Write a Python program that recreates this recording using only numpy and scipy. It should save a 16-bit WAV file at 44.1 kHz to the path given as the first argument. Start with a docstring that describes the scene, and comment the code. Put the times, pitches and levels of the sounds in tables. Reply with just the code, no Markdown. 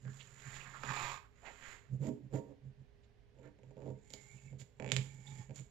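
"""Leather scuffs and rasps as it is dragged over a bench; a blade creaks, hisses, snaps free and hisses
on through a few more short cuts. Place: a small workshop with a faint hum. Distance: close.
Microphone: a phone with two ports, the right one favoured. Filtered grains make the hide and its
card template, slip impulses the creak, short clicks and cracks the parting fibres, a swaying low
mode and rumble the bench top."""
import sys
import numpy as np
from scipy import signal
from scipy.fft import rfft, irfft, next_fast_len
from scipy.io import wavfile
from scipy.ndimage import map_coordinates

SR = 44100
rng = np.random.default_rng(int(sys.argv[2]) if len(sys.argv) > 2 else 0)


def wav_record(signal):
    """Record a signal, one row per channel, as 16-bit PCM in the file named by sys.argv[1]."""
    frames = np.transpose(np.atleast_2d(signal))
    bounded = np.clip(frames, -1, 1)
    # unit amplitude maps onto the largest positive 16-bit level
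    quanta = np.round(bounded * 32767).astype(np.int16)
    wavfile.write(sys.argv[1], SR, quanta)


N = 251370
TIME = np.arange(N) / SR

# Levels of the work are relative: mixing gains, room and microphone follow.
# Still air of the workshop: (frequency [Hz], relative level [dB per Hz])
AIR_SPECTRUM = [(13, -13), (22, -3.5), (49, 7), (215, -10.5), (246, -6.5), (324, -19.5), (414, -9),
                (450, -11.5), (1350, -28.5), (1590, -22), (1730, -22.5), (3070, -28), (6440, -38),
                (7390, -44), (15500, -58)]
AIR_DB = -66.5  # before the balance of the two ports
# Faint hum: (frequency [Hz], level before waver and port balance [dB])
HUM_TONES = [(407.6, -78.5), (111.6, -74.5), (136, -107)]

# A hand or the knife bears down on the bench:
# (time of greatest weight [s], half length to 20 dB down [s], boom level [dB])
BENCH_PRESSES = [(0.083, 0.061, -42.5), (0.477, 0.029, -46.5), (0.904, 0.045, -42.5), (1.943, 0.048, -36),
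                 (2.018, 0.036, -36.5), (2.129, 0.028, -46), (2.251, 0.046, -48.5), (2.674, 0.062, -48.5),
                 (2.81, 0.038, -51.5), (3.677, 0.075, -55), (3.907, 0.088, -46), (4.358, 0.032, -50),
                 (4.464, .04, -51), (4.545, 0.055, -48), (4.623, 0.039, -48.5), (4.855, 0.049, -44.5),
                 (4.936, 0.015, -35.5), (4.984, 0.054, -33.5), (5.402, 0.027, -43.5), (5.511, 0.029, -43),
                 (5.612, 0.036, -44.5)]
BOOM_HZ = 132.5  # lowest mode of the bench
# Dull rumble around the boom: (frequency [Hz], relative level [dB per Hz])
RUMBLE_SPECTRUM = [(30, -6.5), (60, -5.5), (110, 8.5), (190, 5.5), (300, -9), (520, -13), (800, -33.5),
                   (2000, -45.5)]

# Short scuffs, groans and squeaks of fingers, hide and blade:
# (centre time [s], half length, at most 0.1 in use [s], centre [Hz], width [Hz], level [dB])
SCUFF_EVENTS = [(.085, 0.056, 1680, 405, -63), (0.21, .025, 2900, 1510, -55),
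                (0.469, .05, 1850, 700, -58.5), (0.561, 0.047, 3300, 3100, -59.5),
                (0.612, 0.014, 2590, 350, -52.5), (0.672, 0.025, 1660, 403, -54.5),
                (0.756, 0.035, 1340, 496, -52), (.89, 0.033, 1710, 500, -44), (.991, .11, 2450, 500, -51.5),
                (1.246, 0.033, 1340, 900, -65), (1.477, 0.072, 740, 513, -56.5),
                (1.473, .035, 2010, 1360, -52.5), (2.086, 0.061, 244, 99.7, -40.5),
                (2.193, .04, 288, 60, -55), (3.043, 0.026, 3030, 3150, -78),
                (3.459, .055, 1669, 1080, -68.5), (4.39, 0.038, 2580, 140, -71.5),
                (4.472, .04, 2580, 140, -74), (4.609, 0.031, 4850, 10500, -61.5),
                (4.835, 0.054, 815, 220, -55), (5.274, .012, 3530, 450, -56.5),
                (5.314, 0.054, 3630, 300, -71)]

# Fibres parting and small knocks of blade, card and handle:
# (time [s], click level [dB], bench knock level [dB], click pitch [Hz])
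TICK_EVENTS = [(.052, -50, -49, 1950), (.079, -44, -58, 1490), (.399, -47, -60.5, 2660),
               (.745, -43, -75, 1410), (.835, -24, -41.5, 1460), (.904, -31, -49.5, 1250),
               (.911, -29, -43, 1290), (1.464, -39.5, -61, 1930), (2.083, -55, -33, 1535),
               (2.336, -60, -33.5, 1900), (3.387, -60, -52, 2320), (3.588, -60, -53.5, 2303),
               (3.633, -56.5, -51, 2281), (3.708, -60.5, -49, 2220), (3.768, -59.5, -45, 2651),
               (3.82, -53, -43.5, 1940), (3.86, -57.5, -37.5, 2790), (3.877, -57, -38, 2800),
               (4.104, -43, -54, 4264), (4.137, -31, -45, 4200), (4.528, -57, -48, 2266),
               (4.598, -48.5, -65, 3260), (4.616, -43, -55.5, 2800), (4.9186, -13, -34.5, 2975),
               (4.965, -15.5, -40.5, 2790), (5.495, -53, -45, 2220), (5.508, -47.5, -43, 2300),
               (5.559, -41, -73, 4900), (5.566, -47, -69, 5080), (5.591, -44.5, -55.5, 2800)]
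# Modes of the bench top: (frequency [Hz], level before a small scatter [dB], t60 [s])
BENCH_MODES = [(204.6, -2, 0.14), (268.5, -3.5, 0.14), (302.4, -14, 0.25), (415.1, -2, 0.18),
               (499.6, -4, 0.15), (637, -6, 0.09), (757, -12.5, .06), (895, -8.5, 0.037),
               (934.5, -13.5, 0.093)]
# Spectrum of a crack of fibres: (multiple of the click pitch [ratio], level [dB])
CRACK_SPECTRUM = [(.2, -25), (0.452, -10.5), (0.699, 4), (1.1, -0.5), (1.6, 2), (2.4, -5.5), (3.6, -7),
                  (4.8, -24)]
# Resonances of the knife when a catch lets go: (frequency [Hz], level [dB])
KNIFE_MODES = [(2310, -11.5), (2480, -18), (3320, -17)]

# Hide and card pushed over the bench: (start time [s], length [s], time to rise or fall 20 dB [s],
# rub [dB], fine hiss [dB], card [dB], bench boom [dB], swell start to end [dB], arch in the middle [dB])
HIDE_SLIDES = [(0.089, 0.17, 0.3, -75.5, -67, -85, -67, 2.5, 7),
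               (0.373, 0.18, 0.26, -56.5, -60.5, -77, -68, 9.5, 1.5),
               (0.61, .18, 0.22, -57.5, -69.5, -64.5, -61.5, 2.5, -1.5),
               (0.853, 0.3, 0.06, -51, -56.5, -50.5, -61, -0.5, 6),
               (1.458, 0.27, 0.1252, -52.5, -62.5, -74, -82, 5.5, -2)]
# Resonances of the sliding card: (frequency [Hz], width [Hz], level [dB])
CARD_MODES = [(990, 270, -2.5), (1260, 157, -3), (1610, 180, -11), (2406, 226, -8), (3470, 950, -17),
              (5800, 300, -27.5)]
# Rub of the hide, with a low rumble of the handled phone beneath:
# (frequency [Hz], relative level [dB per Hz])
RUB_SPECTRUM = [(35, 7), (90, -6), (220, -9), (450, -8.5), (800, -9.5), (1300, -4.5), (2000, 3),
                (2600, -7.5), (3200, -10), (5000, -31)]
# Fine hiss of the sliding hide: (frequency [Hz], relative level [dB per Hz])
FINE_SPECTRUM = [(500, -9), (1500, 4.5), (3000, 2), (5000, -2), (8000, 0.5), (16000, -13)]
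FLUTTER_DB, FLUTTER_PER_S = 1.5, 22  # a sliding hide grips unevenly
# The sliding hide rasps now in one band, now in another: (centre [Hz], width [Hz], level [dB])
RASP_BANDS = [(1355, 200, 0), (1660, 180, 2), (2050, 240, -1.5), (2490, 220, -3.5)]
# Level beside the rub [dB], depth [dB] and speed [per s] of the changes
RASP_DB, RASP_SWING_DB, RASP_PER_S = -9.5, 7.5, 25

# Strokes in which the blade sticks and slips: (start time [s], length [s], creak level [dB],
# crispness [dB], swell [dB], top pace before unevenness [slips per s], unevenness [0-1])
CREAK_STROKES = [(2.028, 0.061, -40.5, -61.5, 1, 337, 0.08), (2.12, 0.082, -60.5, -108, -8, 293, .25),
                 (2.337, .055, -37.5, -64, -6.5, 318, .04), (2.411, 0.11, -55, -95, 6, 340, .2),
                 (3.35, .125, -58, -87, 14.5, 200, .65), (3.63, 0.082, -68.5, -86, 4, 125, 0.46),
                 (3.78, 0.13, -46.5, -84, 3.5, 135, 0.39)]
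STROKE_ATTACK_S, STROKE_RELEASE_S = 0.024, 0.02  # time to rise or fall 20 dB
# Shares of the top pace: at the ends of a stroke, and while the blade barely moves
END_PACE, SLOWEST_PACE = .65, .42
# The bench groans under the blade: (centre [Hz], width [Hz], level [dB])
GROAN_MODES = [(240, 70, -1.5), (307, 40, -3.5)]
GROAN_DB, STROKE_BOOM_DB = -13, -5.5  # relative to the creak
CRISP_SCATTER_DB = 3  # a few slips tick much louder than the rest
CREAK_LOW_HZ = 120  # the bench hardly radiates below this

# The blade gliding through the hide: (start time [s], length [s], hiss [dB], blade whistle [dB],
# rub on the card's edge [dB], bench boom [dB], swell [dB])
BLADE_PULLS = [(4.132, 0.36, -68.5, -65.5, -76, -68.5, -6.5), (4.938, 0.28, -65.5, -65, -70, -48, -12),
               (5.269, .15, -64.5, -67, -63.5, -53.5, 1), (5.56, 0.044, -60.5, -71, -71.5, -60, -5)]
# Time to rise 20 dB, as a share of the length (a long pull starts more gently), and to fall 20 dB
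PULL_ATTACK_SHARE, PULL_RELEASE_S = 0.43, 0.078
# Central pitch of the blade's whistle: (time [s], frequency [Hz])
WHISTLE_PITCH = [(4.15, 2115), (4.38, 2256), (5.1, 2252), (5.45, 2233)]
# Resonances of the blade against the card: (frequency [Hz], width [Hz], level [dB])
BLADE_MODES = [(846, 37, 0), (1810, 64, -5.5), (2223, 41, 1.5), (3340, 94, -14.5), (3750, 40, -28.5),
               (5030, 390, -22)]
# Hiss of the cut: (frequency [Hz], relative level [dB per Hz])
FIBRE_SPECTRUM = [(500, -8), (1500, 1.5), (3000, 3), (5000, -2.5), (7500, 3), (12000, -7.5), (16000, -19)]

# A tough strip of hide gives way in catches that come ever faster and higher
TEAR_START_S, TEAR_GAP_S, TEAR_SHRINK = 4.799, .025, .84  # first catch, first gap, gap over gap before
TEAR_CLICK_DB, TEAR_KNOCK_DB, TEAR_SCATTER_DB = -37.5, -38, 1  # central levels and their scatter
TEAR_EASE_DB = 1  # each catch tends to push the bench less than the one before
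TEAR_HZ, TEAR_STEP_HZ = 2090, 80  # pitch of the first click, rise per catch

# Decay of the workshop: (frequency [Hz], t60 [s])
ROOM_DECAY = [(130, 0.41), (400, 0.35), (2500, 0.33), (7000, 0.29), (14000, 0.61)]
# The microphone's port rings near 7 kHz and shuts out what lies above: (frequency [Hz], gain [dB])
PORT_RESPONSE = [(5600, -0.5), (6300, 0.5), (6800, 13), (7200, 14), (7800, 2), (8800, -23), (10200, -14),
                 (11500, -9.5), (12700, -8), (14000, -12), (15500, -24.5)]
# The left port faces away from the bench: (frequency [Hz], left minus right [dB])
LEFT_SHADE = [(130, -8.5), (500, -12), (1100, -13.5), (2200, -27.5), (4500, -15), (7100, -29.5),
              (9000, -8.5), (11500, -8), (15000, -8.5)]
TOP_HZ = 15800  # the phone's band limit


def amp(db):
    """Decibels to gain."""
    return 10 ** (np.asarray(db) / 20)


def unit(x):
    """Scale to rms 1."""
    return x / np.sqrt(np.mean(x ** 2) + 1e-20)


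def along(points, hz):
    """(Hz, value) points read on a log axis."""
    f, v = np.transpose(points)
    return np.interp(np.log(hz + 1), np.log(f + 1), v)


def wobble(rate):
    """A smooth random curve, rate knots a second."""
    knots = rng.standard_normal(int(N * rate / SR) + 4)
    return map_coordinates(knots, [TIME * rate])


def filtered(x, response):
    """x times a complex response of frequency."""
    m = 2 * next_fast_len(N // 2 + SR // 4)
    return irfft(rfft(x, m) * response(np.fft.rfftfreq(m, 1 / SR)), m)[..., :N]


def coloured(x, points):
    """Causal filter with the gain of (Hz, dB) points."""
    def response(hz):
        # fold the cepstrum forward in time for minimum phase
        cepstrum = irfft(np.log(amp(along(points, hz))))
        half = len(cepstrum) // 2
        cepstrum[1:half] *= 2
        cepstrum[half + 1:] = 0
        return np.exp(rfft(cepstrum))
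    return filtered(x, response)


def resonant(x, modes):
    """x through parallel (Hz, width Hz, dB) resonances of alternating sign."""
    def response(f):
        total = 0
        for k, (centre, width, db) in enumerate(modes):
            damping = 1j * f * width
            total = total + (-1) ** k * amp(db) * damping / (centre ** 2 - f * f + damping)
        return total
    return filtered(x, response)


def grains(rate, spread_db):
    """Dense tiny impulses of uneven size, rms 1."""
    chance, size = rng.random(N), rng.standard_normal(N)
    return unit((chance < rate / SR) * size * amp(spread_db * wobble(250)))


def stroke(start, length, attack_s, release_s, swell_db, arch_db=0):
    """Gain of one movement: attack, a hold that swells and arches, release."""
    u = np.clip((TIME - start) / length, 0, 1)
    before = np.maximum(start - TIME, 0) / attack_s
    after = np.maximum(TIME - start - length, 0) / release_s
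    hold_db = swell_db * (u - .5) + arch_db * np.sin(np.pi * u)
    return amp(hold_db - 20 * np.minimum(before + after, 10))


def background():
    """Still workshop air, partly shared by both ports, with a faint hum that wavers slightly."""
    shared = rng.standard_normal(N)
    separate = 1.6 * rng.standard_normal((2, N))
    air = unit(coloured(shared + separate, AIR_SPECTRUM))
    hum = 0
    for hz, db in HUM_TONES:
        level = amp(db + 1.5 * wobble(4.1))
        hum = hum + level * unit(np.sin(2 * np.pi * hz * TIME + .5 * wobble(3.4)))
    return (amp(AIR_DB) * air + hum) * amp([[-4], [3]])  # left, right


def boom(work):
    """Each press, and more weakly all the work, sways the bench's lowest mode, with a dull rumble around it."""
    presses = [amp(db - 20 * np.minimum(((TIME - s) / half) ** 2, 10)) for s, half, db in BENCH_PRESSES]
    lean = np.linalg.norm(presses + [work * amp(2.6 * wobble(16))], axis=0)
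    sway = unit(np.sin(2 * np.pi * BOOM_HZ * TIME + 0.8 * wobble(12)))
    rumble = unit(coloured(rng.standard_normal(N), RUMBLE_SPECTRUM))
    return lean * (amp(-1.5) * sway + amp(-10) * rumble)


def scuffs():
    """A brief rub excites one band of resonance for a moment."""
    out, hz = np.zeros(N + SR), np.fft.rfftfreq(SR // 4, 1 / SR)
    for s, half, centre, width, db in SCUFF_EVENTS:
        band = 1 / (1 + (2 * (hz - centre) / width) ** 2)
        rub = irfft(rfft(rng.standard_normal(SR // 4)) * band)
        swell = np.hanning(min(round(2 * half * SR), SR // 5))
        first = max(round((s - half) * SR), 0)
        out[first:][:len(swell)] += amp(db - 3.5) * unit(swell * rub[:len(swell)])
    return out[:N]


def bench_ring(thump_db, thump_t60):
    """The bench's answer to one push, peak 1: a dull thump and its decaying modes."""
    t = np.arange(SR // 4) / SR
    ring = amp(thump_db - 60 * t / thump_t60) * np.sin(2 * np.pi * 430 * t)
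    for k, (hz, db, t60) in enumerate(BENCH_MODES):
        decay = amp(db + rng.normal(0, 1) - 60 * t / t60)
        ring += (-1) ** k * decay * np.sin(2 * np.pi * hz * t)
    ring = signal.sosfilt(signal.butter(4, 1050, fs=SR, output="sos"), ring)
    return ring / np.abs(ring).max()


def ticks(rows, cycles, click_level_db, crack_db, crack_t60, ring_db):
    """Each break is a short click, a crack of fibres, a damped ring of the knife and a knock in the bench."""
    out, t = np.zeros(N + SR), np.arange(SR // 4) / SR
    ratio, level = np.transpose(CRACK_SPECTRUM)
    knife = sum(amp(db) * np.sin(2 * np.pi * hz * t) for hz, db in KNIFE_MODES)
    for s, click_db, knock_db, hz in rows:
        age = t * hz / cycles
        click = np.sin(2 * np.pi * hz * t) * (2 * age) ** 2 * np.exp(2 - 4 * age)
        # a light catch lets the knife ring on; a loud snap is over at once
        life = np.interp(click_db, [-30, -18], [.03, .005])
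        ring = amp(ring_db - 60 * t / life) * knife
        crack = amp(crack_db - 60 * t / crack_t60) * rng.standard_normal(len(t))
        crack[round(1.25 * SR / hz)] += amp(6)  # the instant of parting
        shape = amp(np.interp(np.fft.rfftfreq(len(t), 1 / SR) / hz, ratio, level))
        crack = irfft(rfft(crack) * shape, len(t))
        crack[-(SR // 200):] = 0  # drop what the filter wraps from before the start
        knock = bench_ring(thump_db=6.5, thump_t60=0.021)
        snap = amp(click_db) * (amp(click_level_db) * click + ring + crack)
        out[round(s * SR):][:len(t)] += snap + amp(knock_db - 3.5) * knock
    return out[:N]


def slide_levels():
    """Gains of rub, fine hiss, card and bench boom: one movement drives all four."""
    return sum(np.outer(amp(levels), stroke(s, length, ramp, ramp, swell, arch))
               for s, length, ramp, *levels, swell, arch in HIDE_SLIDES)


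def drag(rub, fine, turn):
    """The hide's grain catches on the bench and rasps in shifting bands; the stiff card rings as it swings."""
    grip = amp(FLUTTER_DB * wobble(FLUTTER_PER_S))
    card = unit(resonant(grains(rate=1500, spread_db=0), CARD_MODES))
    catches = grains(rate=1800, spread_db=0)
    rasp = 0
    for band in RASP_BANDS:
        swing = amp(RASP_SWING_DB * np.tanh(wobble(RASP_PER_S)))
        rasp = rasp + resonant(catches, [band]) * swing
    grain = unit(coloured(grains(rate=1800, spread_db=0.5), RUB_SPECTRUM))
    hide = grip * rub * (amp(-7) * grain + amp(RASP_DB) * unit(rasp))
    hiss = unit(coloured(grains(rate=9000, spread_db=2.5), FINE_SPECTRUM))
    return amp(0.5) * turn * card + hide + amp(-6.5) * fine * hiss


def stroke_levels():
    """Gains of creak and crispness as the blade is forced on."""
    return sum(np.outer(amp(levels), stroke(s, length, STROKE_ATTACK_S, STROKE_RELEASE_S, swell))
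               for s, length, *levels, swell, _, _ in CREAK_STROKES)


def slip_train():
    """One impulse per slip; the underlying pace is highest in the middle of the nearest stroke."""
    start, length, *_, top, uneven = np.transpose(CREAK_STROKES)
    offset = np.abs(TIME[:, None] - start - length / 2)
    k = np.argmin(offset - length / 2, axis=1)  # nearest stroke
    from_middle = np.minimum(2 * offset[np.arange(N), k] / length[k], 2)
    rate = top[k] * np.maximum(END_PACE ** from_middle ** 2, SLOWEST_PACE)
    slip_count = np.cumsum(rate * np.exp(uneven[k] * wobble(170))) / SR
    at = np.flatnonzero(np.diff(np.floor(slip_count)))
    scatter = amp((1.5 - 1.1 * uneven[k]) * rng.standard_normal(N))
    slips = np.zeros(N)
    slips[at] = (np.sqrt(SR / rate) * scatter)[at]
    return slips


def creaks(push, crisp):
    """The blade sticks and slips; each slip pushes the bench, makes it groan and gives a crisp tick."""
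    slips = slip_train()
    ring = bench_ring(thump_db=8.5, thump_t60=0.033)
    body = signal.fftconvolve(slips * push, ring / np.linalg.norm(ring))[:N]
    groan = resonant(slips * push, GROAN_MODES) / np.std(resonant(slips, GROAN_MODES))
    highpass = signal.butter(2, CREAK_LOW_HZ, "high", fs=SR, output="sos")
    low = signal.sosfilt(highpass, amp(-4.5) * body + amp(GROAN_DB) * groan)
    sizes = amp(CRISP_SCATTER_DB * np.clip(rng.standard_normal(N), -2, 2))
    # each slip opens a noise burst that dies with a time constant of 2.1 ms
    burst = signal.lfilter([1], [1, -np.exp(-1 / (0.0021 * SR))], slips * sizes)
    tear = burst * rng.standard_normal(N)
    crisp_points = [(400, -3), (1300, 10), (2000, 16.5), (4500, 4.5), (9000, 4.5), (16000, 0.5)]
    return low + amp(-1) * crisp * unit(coloured(tear, crisp_points))


def pull_levels():
    """Gains of hiss, whistle, edge rub and bench boom as the blade is pulled."""
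    return sum(np.outer(amp(levels), stroke(s, length, PULL_ATTACK_SHARE * length, PULL_RELEASE_S, swell))
               for s, length, *levels, swell in BLADE_PULLS)


def slicing(hiss, whistle, edge):
    """Fibres hiss past the blade, which whistles faintly and rings where it rubs the card."""
    hz = np.interp(TIME, *np.transpose(WHISTLE_PITCH))
    phase = 2 * np.pi * np.cumsum(hz + 30 * wobble(9.6)) / SR
    # two random quadratures blur the whistle into a narrow band
    band = wobble(240) * np.sin(phase) + wobble(240) * np.cos(phase)
    tone = unit(amp(3.64 * wobble(20)) * band)
    fibres = unit(coloured(grains(rate=6100, spread_db=2.5), FIBRE_SPECTRUM))
    ring = unit(resonant(grains(rate=4400, spread_db=2), BLADE_MODES))
    return amp(-3.5) * hiss * fibres + amp(-6.5) * whistle * tone + amp(-1) * edge * ring


def tear_catches(count):
    """The quickening run of catches before the blade snaps free, as rows like those of TICK_EVENTS."""
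    k = np.arange(count)
    gaps = TEAR_GAP_S * TEAR_SHRINK ** k[:-1]
    times = TEAR_START_S + np.append(0, np.cumsum(gaps))
    click, knock = TEAR_SCATTER_DB * rng.standard_normal((count, 2)).T
    knock_db = TEAR_KNOCK_DB + knock - TEAR_EASE_DB * (k - k.mean())
    return list(zip(times, TEAR_CLICK_DB + click, knock_db, TEAR_HZ + TEAR_STEP_HZ * k))


def workshop(x, wet_db, near_db, left_db):
    """Near surfaces reflect within milliseconds; the room's noise tail decays at its own pace in each band."""
    hz, t, z = signal.stft(rng.standard_normal((2, SR // 2)), SR, nperseg=256)
    decay = amp(-60 * t / along(ROOM_DECAY, hz)[:, None])
    tail = signal.istft(z * decay, SR, nperseg=256)[1]
    tail = np.pad(tail / np.linalg.norm(tail[0]), ((0, 0), (SR // 250, 0)))  # 4 ms before the tail
    echoes = [(.0056, 1), (.0127, .34), (.022, .5)]  # (delay [s], gain)
    near = filtered(x, lambda f: sum(gain * np.exp(-2j * np.pi * f * delay) for delay, gain in echoes))
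    # the shaded left port hears relatively more room
    wet = amp([[wet_db + left_db], [wet_db]]) * signal.fftconvolve(x[None], tail, axes=1)[:, :N]
    return x + amp(near_db) * near + wet


def scene():
    """The work on the bench reaches mostly the right port."""
    rub, fine, turn, slide_boom = slide_levels()
    push, crisp = stroke_levels()
    hiss, whistle, edge, pull_boom = pull_levels()
    clicks = ticks(TICK_EVENTS, cycles=1.16, click_level_db=-4.5, crack_db=-16, crack_t60=0.031, ring_db=-9)
    catches = ticks(tear_catches(count=8), cycles=1.5, click_level_db=-5, crack_db=-21, crack_t60=.02,
                    ring_db=-3)
    direct = scuffs() + clicks + drag(rub, fine, turn) + creaks(push, crisp)
    direct = direct + slicing(hiss, whistle, edge) + catches
    bench = boom(slide_boom + pull_boom + amp(STROKE_BOOM_DB) * push)
    work = workshop(direct, wet_db=-6.5, near_db=-13.5, left_db=4.5) + bench
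    left, right = amp(4) * coloured(work, PORT_RESPONSE)
    return np.array([coloured(left, LEFT_SHADE), right]) + background()


def record(dry):
    """The phone cuts steeply above its band limit."""
    return filtered(dry, lambda hz: 1 / np.sqrt(1 + (hz / TOP_HZ) ** 160))


dry = scene()
out = record(dry)
wav_record(out)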